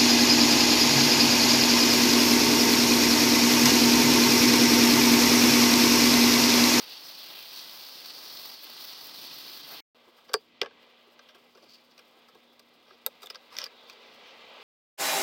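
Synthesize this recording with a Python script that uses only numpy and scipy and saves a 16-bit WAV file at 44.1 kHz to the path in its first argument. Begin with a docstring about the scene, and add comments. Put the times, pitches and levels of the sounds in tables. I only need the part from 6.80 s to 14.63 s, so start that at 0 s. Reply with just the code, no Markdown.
"""Outdoors beside a car, a fine water spray hisses for three seconds and breaks off into a moment of silence.
Then hands work plastic trim loose at the foot of the windscreen: it creaks, clips snap, the panel thumps.
Water is shaped noise and random impacts; the trim is a bank of decaying modes struck by clicks and slips.
Glove, sleeve and trim edge add friction noise; behind lie a faint hum and a rush that swells at the end.
The microphone is worn on the body; its housing cuts narrow dips."""
import sys
import numpy as np
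from scipy import signal
from scipy.fft import rfft, irfft, next_fast_len
from scipy.io import wavfile

SR = 44100
rng = np.random.default_rng(int(sys.argv[2]) if len(sys.argv) > 2 else 0)


def generate_wav(sig):
    """Save sig (samples, or channels by samples) to the path in sys.argv[1] as 16-bit PCM at SR."""
    pcm = np.round(np.clip(np.atleast_2d(sig).T, -1, 1) * 32767).astype(np.int16)
    wavfile.write(sys.argv[1], SR, pcm)


N = 345289
TIME = np.arange(N) / SR
SPRAY_STOP_S, RESUME_S = 3.005, 3.147

# Water spray, before the offsets below: start_s, jet_above_edge_db, jet_below_edge_re_above_db, splash_db
SPRAY_LEVELS = [(0.0, -48.5, -1, -53), (0.08, -50, -1, -56), (0.15, -47, -1.5, -56.5),
                (0.21, -50.5, -3, -56.5), (0.26, -46, -9, -55), (0.33, -48, -3.5, -56),
                (0.45, -50, 1.5, -57.5), (0.51, -50.5, 1, -52), (0.55, -53.5, 6.5, -55.5),
                (0.7, -49.5, -3, -58), (0.76, -46, -5, -55.5), (0.83, -47.5, -2.5, -55.5),
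                (0.95, -49, -4, -56), (1.1, -48.5, -2.5, -56.5), (1.25, -47.5, -5.5, -56),
                (1.35, -46.5, -7, -55), (1.72, -47, -6, -54.5), (1.8, -52, -1.5, -60), (1.91, -51, -3, -54),
                (1.97, -47, -4.5, -55.5), (2.3, -48.5, -4.5, -55.5), (2.45, -47, -3.5, -55.5),
                (2.86, -50, -1.5, -55), (2.93, -50, -1, -49.5), (2.98, -52, 2, -55)]
JET_EDGE_HZ = 4010
JET_OFFSET_DB, JET_BELOW_EDGE_OFFSET_DB = -1.5, 1.15
# Brief spurts from the nozzle: centre_s, half_length_s, jet_db, splash_db
NOZZLE_SPURTS = [(0.795, .01, -45.5, -62), (1.304, .008, -46.5, -62), (1.572, 0.0034, -42, -66),
                 (1.967, .005, -55, -48.5)]
# Fine mist off the nozzle, before its offset and sweep: start_s, level_db
MIST_LEVELS = [(0.0, -56), (0.18, -58), (0.29, -53.5), (1.16, -52.5), (1.18, -54.5), (1.68, -50),
               (1.79, -58.5), (1.84, -49), (1.86, -58), (2.05, -50)]
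MIST_OFFSET_DB = -0.5
# The mist swells and fades evenly towards the end, as from a nozzle swept to and fro
SWEEP_START_S, SWEEP_PERIOD_S, SWEEP_DEPTH_DB = 2.075, 0.1676, 7.5
# The jet moves onto hollow bodywork and drums on it more strongly
DRUM_START_S, DRUM_RISE_S, DRUM_BEFORE_DB, DRUM_DB = 2.1, 0.27, -74, -64
# Spectra of splash, jet, mist and drumming: frequency_hz, density_db_per_hz
SPLASH_SPECTRUM = [(25, -53.5), (70, -30.5), (110, -13.5), (150, -8), (210, -3), (310, 1.5), (390, -0.5),
                   (500, 1.5), (1250, 3), (2000, -0.5), (2800, -18.5), (5000, -34)]
JET_SPECTRUM = [(200, -70.5), (1200, -43), (2300, -11.5), (3100, -5), (3900, -1.5), (4500, 2.5), (5200, -2),
                (6000, -10), (7000, -24), (9000, -21), (10600, -19.5), (11400, -31.5), (16000, -43)]
MIST_SPECTRUM = [(9000, -14.5), (11400, -15.5), (12100, 1), (13500, 3), (15700, 9), (17000, -17)]
DRUM_SPECTRUM = [(60, -32), (110, -20), (145, -0.5), (190, -9.5), (250, -4.5), (310, 2), (380, -8),
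                 (900, -25.5), (4000, -63)]
# Borders of the bands of jet and high rush that flicker independently: border_hz
FLICKER_BORDERS_HZ = [3100, 3900, 4800]

# Modes of trim and panel, before tuning and focus: pitch_hz, level_db, t60_s
MODES = [(379, -8.5, 0.042), (437, 3, 0.042), (486, -8.5, 0.046), (723, -8.5, 0.021), (890, -13, 0.022),
         (1145, 0.5, 0.019), (1348, 1.5, .013), (1608, 2.5, 0.014), (2033, -1, 0.019), (2410, -0.5, 0.011),
         (2860, 1.5, .0047), (3240, -3, 0.011), (3590, 0, .006), (4590, 2.5, 0.013), (4830, 2.5, 0.011),
         (5280, 2.5, 0.0073), (5850, 0.5, 0.00555), (7740, 0, 0.0015), (8720, 0, 0.0046), (9180, -1, .004),
         (12480, 4.5, 0.0027), (15000, 5, .003)]
# Borders between the registers thump, panel, crack, tick and edge: border_hz
REGISTER_BORDERS_HZ = [900, 2000, 7000, 10500]
# Clips snapping, register levels before the trim's bass loss: start_s, ring_hz, ring_db, ring_t60_s,
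# tuning_ratio, chatter_swell_s, chatter_re_click_db, thump_db, panel_db, crack_db, tick_db, edge_db
CLIP_SNAPS = [(3.54, 4790, -4.5, 0.09, 1.024, .001, -15, -26, -26.3, -27, -35, -44),
              (3.8158, 2954, -18, 0.0045, 1.02, 0.00067, -9, -31.5, -39, -27, -66, -58),
              (6.2633, 3790, 5.5, 0.0085, 1.203, 0.0014, -3, -42, -42, -36, -39.5, -29.5),
              (6.7672, 5350, 7, 0.014, 1.14, .001, 1, -60, -56, -41.5, -69, -69),
              (6.7862, 5530, -4, 0.0074, 1.4, 0.0018, -7, -55, -57, -34, -55, -49),
              (6.816, 5540, 2, .02, 1.2, 0.0018, -2, -59, -49, -40.5, -70, -72),
              (6.8406, 5350, 8, .016, 1.2, 0.0024, -5, -58, -57, -37.5, -57.5, -53)]
# Light taps just before and after the second snap, before the trim's bass loss:
# start_s, thump_db, panel_db, crack_db, tick_and_edge_db
LIGHT_TAPS = [(3.8141, -60, -43, -44, -88), (3.831, -39, -44, -47, -92), (3.8453, -69, -64, -64, -84),
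              (3.848, -57, -49, -59, -90), (3.86, -49.5, -46, -51, -87), (3.9095, -62, -61, -66, -93)]
TAP_RATTLE_S, TAP_RING_HZ = 0.00084, 2850
# Trim slipping under the fingers, before the bass loss and the tick and edge offsets:
# start_s, swell_s, ring_hz, ring_db, thump_db, panel_db, crack_db, tick_base_db
FINGER_CREAKS = [(3.382, .003, 3300, 0, -65, -61, -69, -85), (3.482, 0.0098, 3660, -2, -66, -60, -60, -85),
                 (3.4914, 0.0029, 4800, 5, -50, -53, -55, -80), (3.513, 0.009, 4800, 3, -56, -54, -64, -85),
                 (3.533, 0.0026, 4740, 3, -43, -44.5, -40, -44),
                 (4.391, 0.0034, 3680, -3, -62, -55, -58, -87),
                 (4.486, 0.0096, 3330, 3, -62, -59.5, -56, -74),
                 (4.546, 0.0071, 3350, -6, -58.5, -58, -59.5, -67),
                 (4.749, 0.0044, 4800, -3, -60, -62, -64, -86), (4.772, .006, 3700, 0, -62, -59, -63, -76),
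                 (4.822, 0.0071, 4830, 2, -59.5, -67, -61.5, -75),
                 (5.108, .01, 4800, 0, -74, -75, -62.5, -79), (5.177, 0.0027, 4400, 2, -63, -68, -57, -69),
                 (5.189, .004, 4970, -9, -62, -59, -55.5, -66),
                 (5.483, 0.0066, 4800, 2, -63, -60, -63, -72),
                 (5.548, 0.0028, 3700, -2, -58, -61, -66, -73),
                 (5.793, 0.0027, 4800, -4, -63, -65, -58, -63.5),
                 (6.105, .003, 3670, 0, -56, -56.5, -75, -86), (6.418, .012, 3700, -4, -58, -56, -53, -57),
                 (6.43, 0.0045, 3700, 0, -53, -52, -51.5, -55),
                 (6.458, 0.0034, 3700, 17, -68, -63, -50, -54),
                 (6.4698, .0015, 3700, 10, -64, -63, -50, -62),
                 (6.5, 0.0034, 5260, 8, -54.5, -49, -41, -55), (6.545, 0.0027, 3700, 0, -68, -55, -50, -70),
                 (6.554, 0.0023, 5140, 7, -59, -50, -48, -70), (6.776, 0.0032, 5370, 4, -70, -62, -49, -57),
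                 (6.792, 0.0089, 5460, 0, -57, -49, -43.5, -60),
                 (6.822, .007, 5040, -6, -53.5, -56, -44, -76),
                 (6.858, 0.0036, 5000, 8, -59, -50, -44, -65), (7.096, 0.0032, 4380, 5, -67, -58, -49, -61)]
TICK_OFFSET_DB, EDGE_OFFSET_DB = -6.0, -4.5
CREAK_RING_T60_S = 0.01
# Faint shifts of the grip at random moments, cut off after 0.1 s:
# swell_s, ring_hz, ring_db, thump_db, panel_db, crack_db, tick_base_db
GRIP_SHIFT = (0.3, 4200, -3, -63, -64, -58, -85)
GRIP_SHIFTS_PER_S = 2.2
# The fingers load each mode a little differently (spread as a share of its pitch)
GRIP_DETUNE = .025
# The touched spot has a close pair of modes (lower pitch as a share of the upper)
PAIR_RATIO = 0.94
# Time that a bending wave at the pitch of the crack needs to cross the panel
TRAVEL_S, CRACK_HZ = 0.002197, 3503
# Bodywork and paving scatter lows more than highs, one entry per register: extra_db
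SCATTER_TILT_DB = [7, 6.5, 0.5, -2.5, -8]
# The low scatter also lasts longest, one entry per register: t60_ratio
SCATTER_T60_RATIOS = [1.8, 1.13, 1, 1.16, 1.2]
# Trim high-pass, and the share of deep bass that it still passes on
TRIM_LOW_HZ, TRIM_BASS_DB = 277, -8.5

# The trim's edge drags over its seat and is then freed
SCRAPE_START_S, SCRAPE_END_S, SCRAPE_RAMP_S, SCRAPE_DB = 6.70, 6.862, 0.02, -51
# Spectrum of the scrape: frequency_hz, density_db_per_hz
SCRAPE_SPECTRUM = [(200, -23), (500, -7), (1150, 5), (2100, 2), (3200, -4), (4500, -1), (5400, -2),
                   (6200, -15), (7500, -18), (15000, -20)]
# Strokes of a glove on paint: peak_s, peak_db, build_up_db_per_s
GLOVE_STROKES = [(4.951, -55.5, 95), (7.12, -59, 114)]
GLOVE_LIFT_DB_PER_S = 282
# Spectrum of the glove: frequency_hz, density_db_per_hz
GLOVE_SPECTRUM = [(300, -61), (1500, -16), (4050, -10), (4500, 1.5), (4850, -2), (5500, -11.5), (7000, -22),
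                  (11000, -31), (15500, -21)]
# A sleeve brushing the wing: centre_s, half_length_s, peak_db
SLEEVE_BRUSHES = [(3.288, .012, -57), (4.28, .012, -62), (4.585, .025, -67), (4.773, 0.023, -62),
                  (4.84, 0.033, -63), (5.376, 0.028, -62), (5.57, 0.017, -62)]
# Spectrum of the sleeve: frequency_hz, density_db_per_hz
SLEEVE_SPECTRUM = [(120, -26), (280, -3), (400, 3), (520, -3), (750, -5), (1100, -8), (2000, -20),
                   (5000, -31)]

# Levels of the background noise, which thins after the loud knocks, before the offsets below:
# start_s, low_rush_db, high_rush_db, air_db
RUSH_LEVELS = [(3.3, -64, -63.5, -78), (3.32, -63.5, -65.5, -80), (3.41, -62.5, -62.5, -72.5),
               (3.64, -69.5, -65, -79), (3.84, -65.5, -63, -93), (4.03, -61.5, -61, -80),
               (4.84, -66, -65, -79), (5.32, -64, -63, -77), (5.83, -66, -66, -80), (6.54, -61, -59, -75.5),
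               (6.81, -61.5, -61, -77), (6.94, -57.5, -58.5, -77), (7.46, -56.5, -54, -77.5),
               (7.83, -52, -51.5, -76)]
LOW_RUSH_OFFSET_DB, HIGH_RUSH_OFFSET_DB, AIR_OFFSET_DB = -0.1, -0.67, 5.5
# Rush mirrored by the bodywork, its peak shifting as the body leans: start_s, peak_hz, level_re_high_rush_db
CAR_REFLECTION = [(3.2, 3260, -9.5), (3.75, 3100, -11), (4.05, 3390, -7), (4.25, 2995, -8),
                  (4.5, 3320, -3.5), (4.7, 3205, -17), (5.3, 3150, -11), (5.7, 3600, -4), (6.2, 3460, -12),
                  (6.85, 3695, -8), (7.02, 3630, -1), (7.25, 3400, -11), (7.55, 2900, -7), (7.8, 2750, -4)]
# Spectra of low rush, high rush, airy hiss and rumble: frequency_hz, density_db_per_hz
LOW_RUSH_SPECTRUM = [(25, -49.5), (130, -24.5), (220, -9.5), (330, -9), (410, 1), (510, 5), (620, 1.5),
                     (800, -0.5), (1200, 0.5), (1700, -5), (3000, -49), (8000, -68)]
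HIGH_RUSH_SPECTRUM = [(200, -71), (1000, -34.5), (2000, 5.5), (2800, 3), (3700, 2.5), (4700, -2.5),
                      (5500, -12), (6500, -18), (10000, -31.5), (16000, -55.5)]
AIR_SPECTRUM = [(1000, -56), (3500, -22), (4900, 6.5), (5700, -5), (7000, -9), (8800, -8.5), (11200, -13),
                (12500, -7.5), (15700, -3.5)]
RUMBLE_SPECTRUM = [(25, -19), (70, -10.5), (130, -5), (180, -1), (320, 4.5), (600, -10.5), (4000, -59.5)]
RUMBLE_DB, HUM_HZ, HUM_DB = -72, 239.7, -72.8

# Narrow dips of the microphone housing: centre_hz, width_hz, depth_0_to_1
HOUSING_DIPS = [(1420, 110, 0.65), (1790, 120, 1), (2203, 74, 1), (11000, 290, 0.57)]
BASS_CUT_HZ, CUTOFF_HZ = 54, 15900


def spray():
    """Turbulence and impact noise: jet, mist and splash sputter together while droplets drum on the car."""
    jet_db, below_edge_db, splash_db = in_time(SPRAY_LEVELS)
    mist_db, = in_time(MIST_LEVELS)
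    turned_away = np.sin(np.pi * (TIME - SWEEP_START_S) / SWEEP_PERIOD_S) ** 4
    mist_db = mist_db - (TIME > SWEEP_START_S) * SWEEP_DEPTH_DB * turned_away
    drum_db = np.interp(TIME, [DRUM_START_S, DRUM_START_S + DRUM_RISE_S], [DRUM_BEFORE_DB, DRUM_DB])
    sputter = .45 * drift(25) + .85 * drift(100)
    jet_spurt, splash_spurt = 0, 0
    for s, half_s, spurt_jet_db, spurt_splash_db in NOZZLE_SPURTS:
        jet_spurt = jet_spurt + from_db(spurt_jet_db) * swell(s, half_s)
        splash_spurt = splash_spurt + from_db(spurt_splash_db) * swell(s, half_s)

    water = rng.standard_normal(N) + from_db(-2.5) * droplets(per_s=3500, spread_db=1.0)
    # np.hypot adds the powers of the steady flow and the spurts
    splash_gain = np.hypot(from_db(splash_db + 0.82 * sputter), splash_spurt)
    splash = splash_gain * coloured(water, SPLASH_SPECTRUM)
    stream = flickering(coloured(water, JET_SPECTRUM), depth_db=1.4, rate_hz=22)
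    lower = signal.sosfiltfilt(signal.butter(4, JET_EDGE_HZ, fs=SR, output="sos"), stream)
    upper = stream - lower
    stream = from_db(below_edge_db + JET_BELOW_EDGE_OFFSET_DB) * rms_one(lower) + rms_one(upper)
    jet = np.hypot(from_db(jet_db + JET_OFFSET_DB + 0.91 * sputter), jet_spurt) * stream
    mist = from_db(mist_db + MIST_OFFSET_DB + 2.6 * sputter) * coloured(water, MIST_SPECTRUM)
    drumming = from_db(drum_db) * coloured(droplets(per_s=3000, spread_db=2.0), DRUM_SPECTRUM)
    return splash + jet + mist + drumming


def trim():
    """Radiation of a small body: snaps, taps and creaks ring the same trim, which gives little bass."""
    ringing = (snaps() + taps() + creaks())[:N]
    bass = signal.sosfilt(signal.butter(2, 90, fs=SR, output="sos"), ringing)
    body = signal.sosfilt(signal.butter(2, TRIM_LOW_HZ, "high", fs=SR, output="sos"), ringing)
    return body + from_db(TRIM_BASS_DB) * bass


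def snaps():
    """Impulsive release: each clip lets go with a click and a short chatter that excite the modes."""
    out = np.zeros(N + SR)
    for s, ring_hz, ring_db, ring_t60, tuning, chatter_s, chatter_db, *levels_db in CLIP_SNAPS:
        rings = trim_rings(ring_hz, ring_db, ring_t60, tuning, focus_db=6.0,
                           scatter_db=-12.0, scatter_t60=0.042)
        release = slips(chatter_s, per_s=6900)
        release = from_db(chatter_db) * release / (np.linalg.norm(release) + 1e-12)
        release[0] = 1  # the click itself
        add(out, s, signal.fftconvolve(rings, release[None]), levels_db)
    return out


def taps():
    """Impact excitation: light taps, each a little different, ring the modes with a tiny rattle."""
    out = np.zeros(N + SR)
    for s, thump_db, panel_db, crack_db, tick_db in LIGHT_TAPS:
        rings = trim_rings(TAP_RING_HZ, ring_db=-11, ring_t60=0.0045, tuning=1.07, focus_db=9,
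                           scatter_db=-8.5, scatter_t60=.04, detune=GRIP_DETUNE)
        rattle = slips(TAP_RATTLE_S, per_s=5000)
        rattle[0] = 1  # the tap itself
        add(out, s, signal.fftconvolve(rings, rattle[None]), [thump_db, panel_db, crack_db, tick_db, tick_db])
    return out


def creaks():
    """Stick-slip friction: firm creaks, and faint shifts of the grip at random moments, excite the modes."""
    out = np.zeros(N + SR)
    shift_times = TIME[rng.random(N) < GRIP_SHIFTS_PER_S / SR]
    grip_shifts = [(s, *GRIP_SHIFT) for s in shift_times]
    for s, swell_s, ring_hz, ring_db, thump_db, panel_db, crack_db, tick_db in FINGER_CREAKS + grip_shifts:
        # the grip, and with it the panel's pitch, differs from creak to creak
        tuning = 1.15 + .1 * rng.normal()
        rings = trim_rings(ring_hz, ring_db, CREAK_RING_T60_S, tuning, focus_db=2,
                           scatter_db=-13, scatter_t60=.05, detune=GRIP_DETUNE)
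        creak = signal.fftconvolve(rings, slips(swell_s, per_s=4000)[None])
        levels_db = [thump_db, panel_db, crack_db, tick_db + TICK_OFFSET_DB, tick_db + EDGE_OFFSET_DB]
        add(out, s, creak, levels_db)
    return out


def trim_rings(ring_hz, ring_db, ring_t60, tuning, focus_db, scatter_db, scatter_t60, detune=0):
    """Modal superposition: response to one click, a row per register, favouring modes near ring_hz."""
    t = TIME[:SR // 9]
    rings = np.zeros((len(REGISTER_BORDERS_HZ) + 1, len(t)))
    modes = [(hz * (1 + detune * rng.normal()), db, t60) for hz, db, t60 in MODES]
    modes += [(ring_hz, ring_db, ring_t60), (ring_hz * PAIR_RATIO, ring_db, ring_t60)]
    for k, (hz, db, t60) in enumerate(modes):
        register = np.searchsorted(REGISTER_BORDERS_HZ, hz)
        hz = hz * tuning if hz < 600 else hz  # hand pressure retunes the panel's lowest modes
        db = db + focus_db * np.exp(-(np.log(hz / ring_hz) / 0.26) ** 2)
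        # bending waves are slower the lower they are, so the thump follows the crack
        delay_s = TRAVEL_S * max(np.sqrt(CRACK_HZ / hz) - 1, 0)
        age = np.maximum(t - delay_s, 0)
        amplitude = (-1) ** k * from_db(db - 60 * age / t60) / np.sqrt(t60)
        rings[register] += amplitude * np.sin(2 * np.pi * hz * age)

    # bonnet, glass and paving scatter a short tail
    tail_t60 = scatter_t60 * np.array(SCATTER_T60_RATIOS)[:, None]
    scatter = rng.standard_normal(len(t)) * from_db(-60 * t / tail_t60) * (t > .002)
    scatter = scatter / np.linalg.norm(scatter, axis=1, keepdims=True)
    tail = signal.fftconvolve(rings, scatter, axes=1)[:, :len(t)]
    return rings + from_db(scatter_db + np.array(SCATTER_TILT_DB))[:, None] * tail


def slips(swell_s, per_s):
    """Stick-slip: an uneven burst of clicks that swells and dies away, within 0.1 s."""
    t = TIME[:SR // 10] / swell_s
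    clicks = rng.standard_normal(len(t)) * (rng.random(len(t)) < per_s / SR)
    return clicks * np.sqrt(t) * np.exp(-t)


def add(out, s, registers, levels_db):
    """Superposition: mixes a contact in at time s, each register's energy set as an rms over 20 ms."""
    gains = from_db(levels_db) * np.sqrt(SR / 50) / (np.linalg.norm(registers, axis=1) + 1e-12)
    out[int(s * SR):][:registers.shape[1]] += gains @ registers


def scrape():
    """Sliding friction: dense, fluctuating slips of the trim's edge during one contact."""
    since_start = TIME - SCRAPE_START_S
    until_free = SCRAPE_END_S + SCRAPE_RAMP_S - TIME
    contact = np.clip(np.minimum(since_start, until_free) / SCRAPE_RAMP_S, 0, 1)
    friction = coloured(droplets(per_s=2500, spread_db=0.5), SCRAPE_SPECTRUM)
    return contact * from_db(SCRAPE_DB + 2 * drift(110)) * friction


def glove():
    """Sliding friction: rubber drags over paint in tiny slips, building up and then lifting off."""
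    strokes = 0
    for s, db, build_up in GLOVE_STROKES:
        below_peak_db = np.maximum(build_up * (s - TIME), GLOVE_LIFT_DB_PER_S * (TIME - s))
        strokes = strokes + from_db(db - below_peak_db)
    friction = coloured(droplets(per_s=3900, spread_db=-1.5), GLOVE_SPECTRUM)
    return strokes * from_db(3.4 * drift(40)) * friction


def sleeve():
    """Fibre friction: soft, dull brushes of cloth as fluttering noise."""
    strokes = sum(from_db(db) * swell(s, half_s) for s, half_s, db in SLEEVE_BRUSHES)
    return strokes * hiss(SLEEVE_SPECTRUM, flutter_db=3.5, rate_hz=69)


def outdoors():
    """Diffuse noise and a tone: a rush and its reflection off the car, airy hiss, rumble, distant motor hum."""
    low_db, high_db, air_db = in_time(RUSH_LEVELS)
    mirror_hz, mirror_db = in_time(CAR_REFLECTION)
    low = from_db(low_db + LOW_RUSH_OFFSET_DB) * hiss(LOW_RUSH_SPECTRUM, flutter_db=.7, rate_hz=15)
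    # a band of independent noise stands for the reflection
    mirrored = from_db(mirror_db + 1.5 * drift(14)) * wandering_band(mirror_hz, width_hz=610)
    direct = flickering(hiss(HIGH_RUSH_SPECTRUM, flutter_db=.5, rate_hz=15), depth_db=1.1, rate_hz=6)
    high = from_db(high_db + HIGH_RUSH_OFFSET_DB) * (direct + mirrored)
    air = from_db(air_db + AIR_OFFSET_DB) * hiss(AIR_SPECTRUM, flutter_db=2.5, rate_hz=32)
    rumble = from_db(RUMBLE_DB) * hiss(RUMBLE_SPECTRUM, flutter_db=2.5, rate_hz=5)
    phase = 2 * np.pi * np.cumsum(HUM_HZ * (1 + 0.0041 * drift(2.7))) / SR
    hum = np.sqrt(2) * from_db(1.3 * drift(5)) * np.sin(phase)
    return low + high + air + rumble + from_db(HUM_DB) * hum


def wandering_band(centre_hz, width_hz):
    """Quadrature modulation: slow noise is carried up to a moving centre frequency; rms 1."""
    lowpass = signal.butter(2, width_hz / 2, fs=SR, output="sos")
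    slow = signal.sosfilt(lowpass, rng.standard_normal((2, N)))
    phase = 2 * np.pi * np.cumsum(centre_hz) / SR
    return rms_one(slow[0] * np.cos(phase) + slow[1] * np.sin(phase))


def flickering(x, depth_db, rate_hz):
    """Independent band fluctuation: neighbouring bands swell and sink, the top band stays steady; rms 1."""
    out = 0
    for hz in FLICKER_BORDERS_HZ:
        band = signal.sosfiltfilt(signal.butter(5, hz, fs=SR, output="sos"), x)
        out = out + band * from_db(depth_db * drift(rate_hz))
        x = x - band
    return rms_one(out + x)


def hiss(spectrum, flutter_db, rate_hz):
    """Amplitude modulation: shaped Gaussian noise with a randomly fluttering level."""
    return coloured(rng.standard_normal(N), spectrum) * from_db(flutter_db * drift(rate_hz))


def droplets(per_s, spread_db):
    """Random impacts: clicks of either sign whose sizes spread exponentially in decibels; rms 1."""
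    sizes = from_db(spread_db * np.minimum(rng.exponential(1, N), 5))
    signs = rng.choice([-1, 1], N)
    return rms_one(sizes * signs * (rng.random(N) < per_s / SR))


def coloured(x, spectrum):
    """Linear filtering: weights the Fourier components of a steady sound; rms 1."""
    size = next_fast_len(N)
    hz, db = np.transpose(spectrum)
    gain = from_db(np.interp(np.log(np.fft.rfftfreq(size, 1 / SR) + 1), np.log(hz), db))
    return rms_one(irfft(rfft(x, size) * gain, size)[:N])


def drift(rate_hz):
    """Low-pass random fluctuation: slow chance with spread 1."""
    step = 40  # samples between control points
    r = np.exp(-2 * np.pi * rate_hz * step / SR)
    noise = rng.standard_normal(N // step + 2002)
    slow = signal.lfilter([1], [1, -2 * r, r * r], noise)[2000:]  # drops the filter's onset
    return np.interp(np.arange(N) / step, np.arange(len(slow)), rms_one(slow))


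def swell(s, half_s):
    """Gaussian envelope: a bell of height 1 that falls to 1/e after half_s."""
    return np.exp(-np.minimum(((TIME - s) / half_s) ** 2, 50))


def in_time(rows):
    """Linear interpolation: each column of a curve at every sample."""
    s, *columns = np.transpose(rows)
    return [np.interp(TIME, s, c) for c in columns]


def from_db(db):
    """Decibel law: amplitude ratio of a level."""
    return 10 ** (np.asarray(db) / 20)


def rms_one(x):
    """Power normalisation: scales a signal to rms 1."""
    return x / np.sqrt(np.mean(x ** 2) + 1e-20)


def scene():
    """Superposition in turn: the spray, a short silence, then the work on the trim against the background."""
    handling = trim() + scrape() + glove() + sleeve()
    wet = spray() * (TIME < SPRAY_STOP_S)
    work = (handling + outdoors()) * (TIME > RESUME_S)
    return (wet + work)[None]


def record(dry):
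    """Linear filtering: the housing cuts narrow dips, deep bass is thin and the top is cut off."""
    for hz, width_hz, depth in HOUSING_DIPS:
        band = signal.lfilter(*signal.iirpeak(hz, hz / width_hz, fs=SR), dry)
        dry = dry - depth * band
    dry = signal.sosfilt(signal.butter(1, BASS_CUT_HZ, "high", fs=SR, output="sos"), dry)
    return signal.sosfilt(signal.ellip(12, .1, 80, CUTOFF_HZ, fs=SR, output="sos"), dry)


dry = scene()
out = record(dry)
generate_wav(out)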